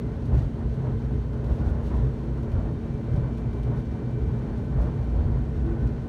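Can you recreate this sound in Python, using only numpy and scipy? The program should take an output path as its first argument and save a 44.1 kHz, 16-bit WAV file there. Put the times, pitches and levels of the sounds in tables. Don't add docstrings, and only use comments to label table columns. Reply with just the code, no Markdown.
import sys
import numpy as np
from scipy import signal
from scipy.fft import rfft, irfft
from scipy.io import wavfile
from scipy.ndimage import uniform_filter1d

SR = 44100
rng = np.random.default_rng(int(sys.argv[2]) if len(sys.argv) > 2 else 0)


def store_wav(level_fs):
    pcm = np.round(np.clip(np.atleast_2d(level_fs), -1, 1) * 32767)
    wavfile.write(sys.argv[1], SR, pcm.T.astype(np.int16))


def elevation(decibels):
    levels = np.asarray(decibels, float)
    return 10 ** (levels / 20)


N = 268128

# frequency in Hz, width in Hz, relative level in dB.
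DEEP_HULL_MODES = [(46, 9, -7), (59.5, 6, 0), (68, 10, -9), (88, 11, -6)]
UPPER_HULL_MODES = [(115.5, 10.8, -2), (128.7, 6.44, -1.5), (137.5, 35, -8.5), (166, 43, -17.5)]
# frequency in Hz, relative density in dB per Hz.
BUZZ_SPECTRUM = [(110, -32), (180, 3), (219, 0), (252, -3.5), (418, -7), (483, -7), (935, -14),
                 (4000, -51.5), (5200, -81), (8800, -120)]
RATTLE_SPECTRUM = [(2500, 6.5), (3600, 5.5), (6000, 0.5), (8000, -6)]
TICK_SPECTRUM = [(6000, -8), (9000, 0), (12000, -3), (15600, -10)]
# start of no edge but centre in seconds, length in seconds,
# level in dB before the wavering.
RATTLE_FITS = [(0.385, 0.066, -61), (1.54, 0.15, -64.5), (1.684, 0.057, -61.5), (1.864, 0.073, -61.5),
               (1.979, .09, -64), (2.058, 0.047, -70), (2.203, 0.22, -71), (3.793, 0.052, -65.5),
               (4.113, 0.065, -73), (4.605, 0.084, -72), (4.835, 0.089, -64.5), (5.02, 0.041, -73)]


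def rms_one(x):
    return x / np.sqrt(np.mean(x ** 2) + 1e-20)


def drift(rate_hz):
    r = np.exp(-80 * np.pi * rate_hz / SR)
    noise = rng.standard_normal(N // 40 + 2002)
    slow = signal.lfilter([1], [1, -2 * r, r * r], noise)[2000:]
    return np.interp(np.arange(N) / 40, np.arange(len(slow)), rms_one(slow - slow.mean()))


def in_time(rows):
    s, *columns = np.transpose(rows)
    return [np.interp(np.arange(N) / SR, s, column) for column in columns]


def swells(rows, rest_db):
    rows = np.array(rows)
    t = np.arange(0, N + 64, 64) / SR
    bells = np.exp(-((t - rows[:, :1]) / (rows[:, 1:2] / 2)) ** 2)
    power = elevation(2 * rows[:, 2:]).T @ bells + elevation(2 * np.array(rest_db))[:, None]
    return [np.interp(np.arange(N) / SR, t, 10 * np.log10(p)) for p in power]


def colour(x, spectrum):
    hz = np.maximum(np.fft.rfftfreq(N, 1 / SR), 1)
    f, db = np.transpose(spectrum)
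    octaves_outside = np.maximum(np.log2(f[0] / hz), 0) + np.maximum(np.log2(hz / f[-1]), 0)
    gain_db = np.interp(np.log(hz), np.log(f), db) - 22 * octaves_outside
    return irfft(rfft(x) * elevation(gain_db), N)


def resonate(x, hz, width):
    r = np.exp(-np.pi * width / SR)
    gain = (1 - r * r) / 2
    return signal.lfilter([gain, 0, -gain], [1, -2 * r * np.cos(2 * np.pi * hz / SR), r * r], x)


def steadied(x, seconds, depth):
    size = int(seconds * SR)
    power = uniform_filter1d(uniform_filter1d(x ** 2, size), size)
    return rms_one(x / (power + 1e-3 * power.mean()) ** (depth / 2))


def shaken(modes, firm=0.0):
    out = 0
    for hz, width, db in modes:
        force = rng.standard_normal(N + SR // 2)
        pole_width = 1.48 * width
        ringing = resonate(resonate(force, hz, pole_width), hz, pole_width)[-N:]
        out = out + elevation(db) * steadied(ringing, .5 / width, firm)
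    return out


def grains(per_s, spread_db):
    sizes = elevation(spread_db * np.minimum(rng.exponential(1, N), 5)) * rng.choice([-1, 1], N)
    return sizes * (rng.random(N) < per_s / SR)


def tone(hz, db):
    cycles = np.cumsum(hz) / SR + rng.random()
    return np.sqrt(2) * elevation(db) * np.sin(2 * np.pi * cycles)


def rolling():
    # centre in seconds, length in seconds, then drive in dB (before the parts' own gains
    bumps = [(0.167, 0.069, -42, -45.5, -54), (0.29, 0.16, -43, -29.5, -60),
             (0.37, 0.12, -25, -25.5, -40.5), (0.65, 0.11, -29.5, -48.5, -61),
             (0.916, 0.18, -32.5, -31, -50.5), (1.16, 0.16, -32.5, -34.5, -52),
             (1.509, 0.027, -26.5, -28.5, -54.5), (1.64, 0.36, -31.5, -44.5, -44.5),
             (1.98, 0.19, -35.5, -34, -44.5), (2.064, 0.064, -40, -27.5, -57.5),
             (2.31, 0.089, -33.5, -47.5, -50), (2.454, 0.094, -41, -32, -54),
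             (2.597, 0.18, -31.5, -33.5, -47), (3.18, 0.16, -31, -26.5, -46.5),
             (3.47, 0.054, -48, -30, -56), (3.711, 0.15, -41.5, -30, -46.5), (4.069, 0.26, -53, -31.5, -62),
             (4.28, 0.06, -31.5, -35, -58.5), (4.322, 0.13, -52, -28, -63), (4.8, 0.15, -34, -29.5, -44.5),
             (4.996, 0.061, -28, -36, -47), (5.2, 0.23, -25.5, -39.5, -50.5),
             (5.333, 0.13, -41, -27.5, -46), (5.59, 0.13, -31.5, -38.5, -59.5),
             (5.709, 0.12, -33.5, -33, -48), (5.86, 0.11, -34, -30, -44), (4.6, 0.091, -42, -32, -52.5)]
    smooth_db = [-39.5, -34, -50]
    wander_db = 2.08
    return [db + wander_db * drift(6.1) for db in swells(bumps, smooth_db)]


def hull(deep_db, upper_db, buzz_db):
    # frequency in Hz, width in Hz, rms level in dB before the swing applied below.
    panel_modes = [(252, 14, -46), (285, 14, -50), (335, 13, -50), (416, 26, -45), (448, 18, -50)]
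    small_panel_modes = [(564.5, 41, -55), (986, 160, -62), (1430, 346, -60.5), (1841, 70, -71.5),
                         (3700, 290, -82), (11110, 120, -98)]
    deep = elevation(deep_db + 4.0) * steadied(shaken(DEEP_HULL_MODES, firm=0.14), 0.054, 1.0)
    upper = elevation(upper_db + 0.1) * steadied(shaken(UPPER_HULL_MODES, firm=0.42), 0.034, 0.42)
    followed_db = 0.26 * (upper_db - upper_db.mean())
    panels = elevation(-1.0 + followed_db + 1.5 * drift(10.0)) * shaken(panel_modes, firm=0.082)
    small_panels = elevation(.5 * (buzz_db - buzz_db.mean())) * shaken(small_panel_modes)
    return deep + upper + panels + small_panels


def trim_buzz(buzz_db):
    impacts = grains(5000 * elevation(1.0 * drift(25.0)), 1.2)
    return elevation(buzz_db + 5.5) * rms_one(colour(impacts, BUZZ_SPECTRUM))


def trim_rattle():
    fits = [(s, length, db, db - 12.5) for s, length, db in RATTLE_FITS]
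    rattle_db, ticks_db = swells(fits, [-67.5, -82])
    rattle = elevation(rattle_db + 1.1 * drift(21.0)) * rms_one(colour(grains(5000, 0.84), RATTLE_SPECTRUM))
    clumps = grains(6000 * elevation(4.5 * drift(30.0)), 1.9)
    ticks = elevation(ticks_db + .7 * drift(25.0)) * rms_one(colour(clumps, TICK_SPECTRUM))
    return rattle + ticks


def steady_tones():
    tone_hz = [1518.5, 2848, 3645, 3797, 4285, 4442, 4556]
    # rms level in dB, level waver in dB, pitch waver in Hz.
    tone_levels = [(-68, 2.6, 1.2), (-90.5, 2.4, 1.8), (-88, 1.6, 5.6), (-90, 2.2, 0.76), (-87, 2.2, 7.2),
                   (-81.5, 2.7, 1.5), (-91.5, 2, 1.4)]
    out = 0
    for hz, (db, waver_db, waver_hz) in zip(tone_hz, tone_levels):
        out = out + tone(hz + waver_hz * drift(1.7), db + waver_db * drift(2.7))
    return out


def shaft_hum():
    # time in seconds, frequency in Hz, rms level in dB.
    shaft_curve = [(0, 228.5, -38.5), (4.15, 228.5, -38.5), (4.5, 229.5, -40), (6.08, 229.5, -39)]
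    hz, db = in_time(shaft_curve)
    return tone(hz + .3 * drift(1.7), db + .8 * drift(4.9))


def turbine_whistle():
    # time in seconds, rms level in dB.
    whistle_curve = [(0, -92), (2.1, -99.5), (3.9, -95), (4.0, -106), (4.4, -106), (4.46, -91), (5.33, -92),
                     (5.4, -106), (5.85, -106), (5.92, -96)]
    return tone(11036 + 2.5 * drift(1.7), in_time(whistle_curve)[0] + 1.2 * drift(6.0))


def second_hum():
    # time in seconds, rms level in dB.
    hum_curve = [(0, -62), (1.6, -60), (2.0, -53), (2.7, -58), (3.1, -50), (4.3, -51), (5.4, -55),
                 (6.08, -50)]
    return tone(335 + 1.32 * drift(2.64), in_time(hum_curve)[0] + 3.5 * drift(2.4))


def pumps():
    # time in seconds, fundamental of the first pump in Hz, of the second in Hz.
    speed_curve = [(0, 1031.5, 1031), (0.8, 1034, 1028.3), (1.3, 1035.3, 1030), (1.8, 1036.8, 1030.2),
                   (2.5, 1034.3, 1029.6), (3.4, 1031.6, 1028.2), (4.3, 1034, 1029), (5.2, 1034, 1029.3),
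                   (6.08, 1034.5, 1031)]
    harmonic_db = [
        [-71, -80, -86, -89],
        [-67, -72.5, -76, -83],
    ]
    growth_db_per_s = [0.5, -0.6]
    t, out = np.arange(N) / SR, 0
    for pump_hz, levels, growth in zip(in_time(speed_curve), harmonic_db, growth_db_per_s):
        for multiple, db in enumerate(levels, 1):
            hz = multiple * (pump_hz + .2 * drift(2.0))
            out = out + tone(hz, db + growth * t + 2.0 * drift(3.0))
    return out


def climbing_whine():
    # loudest moment in seconds, rms level there in dB, half length in seconds, resting dB.
    swell = (3.7, -67.5, 1.1, -78)
    s, db, half, rest_db = swell
    t = np.arange(N) / SR
    whine_db = rest_db + (db - rest_db) * np.exp(-.5 * ((t - s) / half) ** 2)
    hz = 2290 + 11.2 * t
    return tone(hz + .7 * drift(2.0), whine_db + .8 * drift(4.0))


def roar():
    # frequency in Hz, relative density in dB per Hz.
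    roar_spectrum = [(30, -1), (55, 4.5), (120, -8), (150, 1), (190, -9), (290, -10.5), (480, -20),
                     (700, -26.5), (1200, -38.5), (2000, -39), (3500, -48.5), (6000, -54.5), (9000, -59),
                     (12500, -70.5), (15600, -76.5)]
    level_db = -33.5 + 0.38 * drift(7.6)
    return elevation(level_db) * rms_one(colour(rng.standard_normal(N), roar_spectrum))


def trim_snaps():
    # start in seconds, level in dB before the burst's own gains.
    snap_rows = [(0.254, -52.5), (0.3321, -57), (0.342, -55.5), (0.375, -58), (0.4184, -55.5),
                 (0.741, -56.5), (1.0431, -57), (1.3306, -57), (1.4428, -53), (1.5, -59.5), (1.689, -58),
                 (1.701, -59), (1.86, -63), (2.07, -60), (2.1416, -61), (2.375, -56), (2.43, -54),
                 (2.5176, -54), (3.135, -58.5), (3.16, -55), (3.373, -54.5), (3.381, -59), (3.5314, -55.5),
                 (3.6314, -51), (3.7619, -64), (4.418, -63), (4.577, -56), (4.644, -61), (4.814, -52),
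                 (4.9397, -60), (5.027, -58), (5.0977, -64), (5.16, -61), (5.82, -60), (5.872, -52.5)]
    hits = np.zeros(N)
    hits[[round(s * SR) for s, db in snap_rows]] = elevation(np.array(snap_rows)[:, 1] - 17.5)
    burst = signal.lfilter([1], [1, -np.exp(-1 / (0.014 * SR))], hits)
    top = rms_one(colour(rng.standard_normal(N), TICK_SPECTRUM))
    lower_treble = rms_one(colour(rng.standard_normal(N), RATTLE_SPECTRUM))
    return burst * (1.2 * top + 3.7 * lower_treble)


def thuds():
    # start in seconds, then blow level in dB (before mode levels, gains and spreading)
    blow_rows = [(0.312, -10, -13, -39), (1.497, -19, -16, -47), (1.585, -14.5, -16, -40),
                 (1.935, -13, -18, -45), (2.038, -22, -15, -50), (3.125, -8.5, -12, -41),
                 (4.205, -12.5, -17, -50), (4.77, -9, -14, -45), (5.26, -16, -17, -50),
                 (5.812, -10, -16, -45)]
    s, deep_db, upper_db, jolt_db = np.transpose(blow_rows)
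    at = (s * SR).astype(int)
    push = np.hanning(int(0.013 * SR))
    push = push / push.sum()
    ringing = 0
    for modes, blow_db in ((DEEP_HULL_MODES, deep_db), (UPPER_HULL_MODES, upper_db)):
        for hz, width, db in modes:
            width = 0.8 * width
            blows = np.full(N, 1e-18)
            strength_db = blow_db + db - 6 + rng.normal(0, 1.5, len(s))
            blows[at] = elevation(strength_db) * SR / (2 * np.pi * width)
            ringing = ringing + resonate(blows, hz, width)
    jolts = np.zeros(N)
    jolts[at] = elevation(jolt_db)
    jolts = signal.lfilter([1], [1, -np.exp(-1 / (0.07 * SR))], jolts)
    jolts = np.convolve(jolts, push)[:N]
    return np.convolve(ringing, push)[:N] + jolts * rms_one(colour(rng.standard_normal(N), BUZZ_SPECTRUM))


def panel_rings():
    # centre in seconds, length in seconds, frequency in Hz, width in Hz, rms at the peak in dB.
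    ring_rows = [(1.97, 0.093, 1000, 40, -50), (0.37, 0.09, 1820, 90, -62), (1.97, 0.08, 1830, 80, -63),
                 (2.66, 0.07, 1820, 90, -65), (4.83, 0.12, 1830, 80, -64), (1.88, 0.06, 2760, 60, -69),
                 (2.7, 0.2, 3640, 25, -78), (2.57, 0.11, 1390, 35, -57.5), (3.14, 0.03, 3120, 120, -68),
                 (5.717, 0.13, 334.7, 5.1, -36), (5.77, 0.24, 1480, 70, -58), (1.663, 0.1, 1450, 100, -54)]
    t, out = np.arange(N) / SR, 0
    for s, length, hz, width, db in ring_rows:
        swell = np.exp(-.5 * ((t - s) / (length / 2)) ** 2)
        out = out + swell * elevation(db) * steadied(shaken([(hz, width, 0)]), 0.058, 0.61)
    return out


def scene():
    deep_db, upper_db, buzz_db = rolling()
    structure = hull(deep_db, upper_db, buzz_db) + thuds() + panel_rings()
    trim = trim_buzz(buzz_db) + trim_rattle() + trim_snaps()
    hums = shaft_hum() + second_hum()
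    whines = steady_tones() + turbine_whistle() + pumps() + climbing_whine()
    return (structure + trim + hums + whines + roar())[None]


def top_cut(x):
    return signal.sosfilt(signal.butter(12, 15740, fs=SR, output="sos"), x)


def record(dry):
    # frequency in Hz, width in Hz, share removed (0-1).
    housing_dips = [(4950, 500, 0.35), (7440, 1200, 0.29), (10440, 1100, .45)]
    heard = signal.sosfilt(signal.butter(6, 41, "high", fs=SR, output="sos"), dry)
    for hz, width, share in housing_dips:
        heard = heard - share * resonate(heard, hz, width)
    return top_cut(heard)


dry = scene()
out = record(dry)
store_wav(out)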